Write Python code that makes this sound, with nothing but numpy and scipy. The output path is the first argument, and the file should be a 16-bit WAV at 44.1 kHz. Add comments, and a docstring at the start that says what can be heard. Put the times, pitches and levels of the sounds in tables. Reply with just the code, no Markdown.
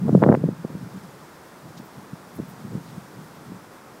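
"""Wind buffets a camera's microphone beside a leafy tree: one hard gust, then light puffs.
The flow rumbles in the microphone's port and crackles when it runs fast.
Single eddies strike the port as soft bumps, each a short swirl leading into a pressure kick.
Behind the wind lie a steady distant rush, a thin hiss of leaves and a few faint treble flickers."""
import sys
import numpy as np
from scipy.fft import rfft, irfft, next_fast_len
from scipy.io import wavfile
from scipy.ndimage import map_coordinates

SR = 44100
rng = np.random.default_rng(int(sys.argv[2]) if len(sys.argv) > 2 else 0)


def wrap_up_sound(samples):
    """Save the sound to the file named by the first command line argument, as 16-bit audio."""
    columns = np.atleast_2d(samples).T
    # keep every value between -1 and 1, then stretch to whole-number steps
    tamed = np.clip(columns, -1, 1)
    steps = np.round(tamed * 32767).astype(np.int16)
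    wavfile.write(sys.argv[1], SR, steps)


N = 176400  # 4 s

# Level ride of the rumble: the hard gust, then the light puffs (time [s], level [dB])
GUST_RIDE = [(0, -32), (.05, -22), (.13, -20.5), (.2, -22), (.3, -16), (.355, -20), (.38, -28),
             (.40, -25.5), (.45, -25.5), (.5, -29), (.565, -45), (.63, -43), (.69, -42), (.75, -33),
             (.785, -40.5), (.85, -33.5), (.89, -46.5), (.965, -37), (1.0, -46.5), (1.2, -57)]
PUFF_RIDE = [(1.6, -58), (1.7, -44.5), (1.82, -46.5), (1.89, -64), (2.0, -45.5), (2.33, -55.5),
             (2.41, -29.5), (2.46, -39), (2.54, -49), (2.65, -38), (2.77, -30.5), (2.83, -46.5),
             (2.97, -41.5), (3.07, -55.5), (3.17, -38), (3.24, -40), (3.33, -57), (3.51, -37.5),
             (3.67, -63), (4, -52)]
# Tone of the boomy rumble and of the midrange crackle (frequency [Hz], relative level [dB])
RUMBLE_TONE = [(20, -34.5), (45, -39), (65, -24), (90, -16), (125, -1), (175, 2.5), (240, -6.5),
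               (330, -14.5), (450, -21), (700, -43.5), (1200, -73), (3000, -100)]
CRACKLE_TONE = [(60, -40), (250, -8), (550, 13), (750, -3), (1400, -18), (2100, -36), (2800, -37),
                (6000, -79)]
FLUTTER_DB, FLUTTER_RATE = 3, 40  # quick unevenness of the flow: depth, knots a second
FAST_FLOW_DB, CRACKLE_DB, CRACKLE_SLOPE = -19, -32.5, 4.3  # fast flow, crackle there, dB per dB of flow


def buffeting():
    """The flow rumbles in the port; a crackle grows steeply with its speed."""
    flow_db = curve(GUST_RIDE + PUFF_RIDE)
    rumble = amp(flow_db + FLUTTER_DB * wobble(FLUTTER_RATE)) * noise(RUMBLE_TONE)
    crackle = unit(amp(2.5 * wobble(rate=168.5)) * noise(CRACKLE_TONE))
    crackle_db = CRACKLE_DB + CRACKLE_SLOPE * (flow_db - FAST_FLOW_DB)
    return rumble + amp(crackle_db) * crackle


# Eddy hits on the port; sharper ones sound brighter (time [s], kick peak [dB], sharpness [Hz])
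EDDY_HITS = [(.083, -15, 400), (0.094, -8, 330), (0.129, -15, 89), (0.151, -1, 273), (0.178, -14, 258),
             (.222, -10, 398), (.228, -2, 550), (.238, -6.5, 1680), (.247, -8.5, 400), (.264, -4.5, 376),
             (0.276, -11.5, 480), (0.29, -4, 600), (.298, 1.5, 133), (.317, -9.5, 450), (.326, -7.5, 800),
             (.342, -2.5, 370), (0.35, -8.5, 1050), (0.373, -16.5, 160), (.440, -9.5, 200),
             (0.489, -10.5, 170), (0.649, -14.5, 196), (.702, -26.5, 150), (.752, -22, 140),
             (1.80, -29.5, 80), (1.98, -34.5, 80), (2.133, -25, 90), (2.391, -19.5, 183),
             (2.400, -16.5, 122), (2.649, -25, 70), (2.752, -19.5, 129), (2.779, -29, 80),
             (2.98, -26.5, 59), (3.52, -27.5, 109)]
EDDY_KNEE_HZ, SWIRL_LOW_CUT_HZ = 230, 330  # a hit rolls off above the knee; its swirl has no bass
SWIRL_DB, SWIRL_RISE_S, SWIRL_FALL_S = -9.5, 0.0049, 0.0021  # swirl trim against the kick, attack, decay


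def eddies():
    """Each eddy is a turbulent swirl that builds up to one pressure kick on the port."""
    out = np.zeros(N)
    for time_s, peak_db, sharp_hz in EDDY_HITS:
        colour = lambda hz: np.exp((EDDY_KNEE_HZ - np.hypot(hz, EDDY_KNEE_HZ)) / sharp_hz) * port(hz)
        impulse = np.arange(N) == round(time_s * SR)
        kick = filtered(impulse, colour)
        churn = rng.standard_normal(N) * swell(time_s, SWIRL_RISE_S, SWIRL_FALL_S)
        swirl = filtered(churn, lambda hz: colour(hz) * hz ** 2 / (hz ** 2 + SWIRL_LOW_CUT_HZ ** 2))
        swirl /= np.linalg.norm(kick)  # cancels the gain that the colour gives to noise
        out += amp(peak_db) * (kick / np.abs(kick).max() + amp(SWIRL_DB) * swirl)
    return out


# The port's EQ on the eddy hits (frequency [Hz], gain [dB])
PORT_EQ = [(200, 0), (340, 0), (560, 1.5), (780, -4.5), (1450, -4), (2150, -8.5), (2750, -15.5),
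           (3500, -15.5), (5000, -18)]
PORT_LOW_CUT_HZ, PORT_Q, PORT_HIGH_CUT_HZ = 160, 1.7, 3900


def port(hz):
    """The microphone port's response: a steep ringing bass cut, uneven mids and a soft top."""
    low, high = 1j * hz / PORT_LOW_CUT_HZ, 1j * hz / PORT_HIGH_CUT_HZ
    ringing_cut = low ** 2 / (low ** 2 + low / PORT_Q + 1)
    damped_cut = low ** 2 / (low ** 2 + np.sqrt(2) * low + .5)
    soft_top = 1 / (high ** 2 + np.sqrt(2) * high + 1) ** 2
    return ringing_cut * damped_cut * amp(along(PORT_EQ, hz)) * soft_top


# Tone of the distant bed (frequency [Hz], relative level [dB])
RUSH_TONE = [(20, -43), (45, -28), (80, -7.5), (140, -2), (300, 0), (450, -1.5), (650, -4), (950, -3),
             (1400, -6.5), (1900, -12), (2700, -20.5), (5000, -67)]
RUSH_DB = -46.5


def distant_rush():
    """A steady, dark rush from far off that barely wavers."""
    return amp(RUSH_DB + 0.13 * wobble(rate=6)) * noise(RUSH_TONE)


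# Tone of the leaves (frequency [Hz], relative level [dB])
LEAF_TONE = [(500, 3), (2500, -3), (3400, 2), (4200, 0), (5100, 1.5), (6300, -1.5), (8300, -2),
             (10000, -4.5), (12500, -4.5), (15500, -7.5)]
# Level ride of the leaves (time [s], level [dB])
LEAF_RIDE = [(0, -55.5), (.13, -53.5), (.4, -56.5), (1, -54.5), (1.6, -55.5), (2.4, -55), (2.85, -54),
             (3.4, -55), (4, -56)]


def leaf_hiss():
    """Leaves in the wind give a thin hiss with a slight shimmer."""
    return amp(curve(LEAF_RIDE) + 0.36 * wobble(rate=25.4)) * noise(LEAF_TONE)


# Treble flicker cues (time [s], level [dB], centre [Hz], half length [s], spread [octaves])
FLICKER_CUES = [(1.037, -56, 6000, 0.0055, .6), (1.781, -49.5, 4400, 0.0086, .55),
                (1.79, -59, 14000, 0.0074, .14), (1.855, -59, 14000, .012, .16),
                (2.364, -53.5, 12500, .012, 0.54), (2.50, -55, 13500, 0.016, 0.4),
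                (2.89, -59, 3500, 0.017, 0.44)]


def treble_flickers():
    """Faint, brief flickers of hiss: most are broad, two are thin, very high and narrow-band."""
    out = np.zeros(N)
    for time_s, level_db, centre_hz, half_s, octaves in FLICKER_CUES:
        band = lambda hz: np.exp(-.5 * (np.log2((hz + 1) / centre_hz) / octaves) ** 2)
        hiss = unit(filtered(rng.standard_normal(N), band))
        out += amp(level_db) * swell(time_s, half_s, half_s) * hiss
    return out


def amp(db):
    """Decibels to gain."""
    return 10 ** (np.asarray(db) / 20)


def unit(x):
    """x at rms 1."""
    return x / np.sqrt(np.mean(x ** 2) + 1e-20)


def curve(ride):
    """A (time [s], level [dB]) ride as one level per sample."""
    return np.interp(np.arange(N) / SR, *np.transpose(ride))


def along(tone, hz):
    """The level at hz of a (frequency [Hz], level [dB]) curve, on a log frequency axis."""
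    points_hz, db = np.transpose(tone)
    return np.interp(np.log(hz + 1), np.log(points_hz), db)


def wobble(rate):
    """Smooth random modulation, rate knots a second."""
    knots = rng.standard_normal(int(N * rate / SR) + 4)
    return map_coordinates(knots, [np.arange(N) * rate / SR])


def swell(peak_s, rise_s, fall_s):
    """A bell-shaped envelope that reaches 1 at peak_s."""
    t = np.arange(N) / SR - peak_s
    return np.exp(-.5 * (t / np.where(t < 0, rise_s, fall_s)) ** 2)


def filtered(x, response):
    """x through a filter given as a complex response of frequency."""
    size = next_fast_len(N + SR // 4)
    return irfft(rfft(x, size) * response(np.fft.rfftfreq(size, 1 / SR)), size)[:N]


def noise(tone):
    """Noise of rms 1, shaped by a tone curve."""
    return unit(filtered(rng.standard_normal(N), lambda hz: amp(along(tone, hz))))


def scene():
    """The mono mix: wind on the port up front; rush, leaves and flickers behind."""
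    return (buffeting() + eddies() + distant_rush() + leaf_hiss() + treble_flickers())[None]


def record(dry, band_limit_hz=15780):
    """The camera soft-clips peaks near full scale and keeps nothing above its band limit."""
    soft_clipped = dry[0] / (1 + dry[0] ** 8) ** (1 / 8)
    return filtered(soft_clipped, lambda hz: hz < band_limit_hz)[None]


dry = scene()
out = record(dry)
wrap_up_sound(out)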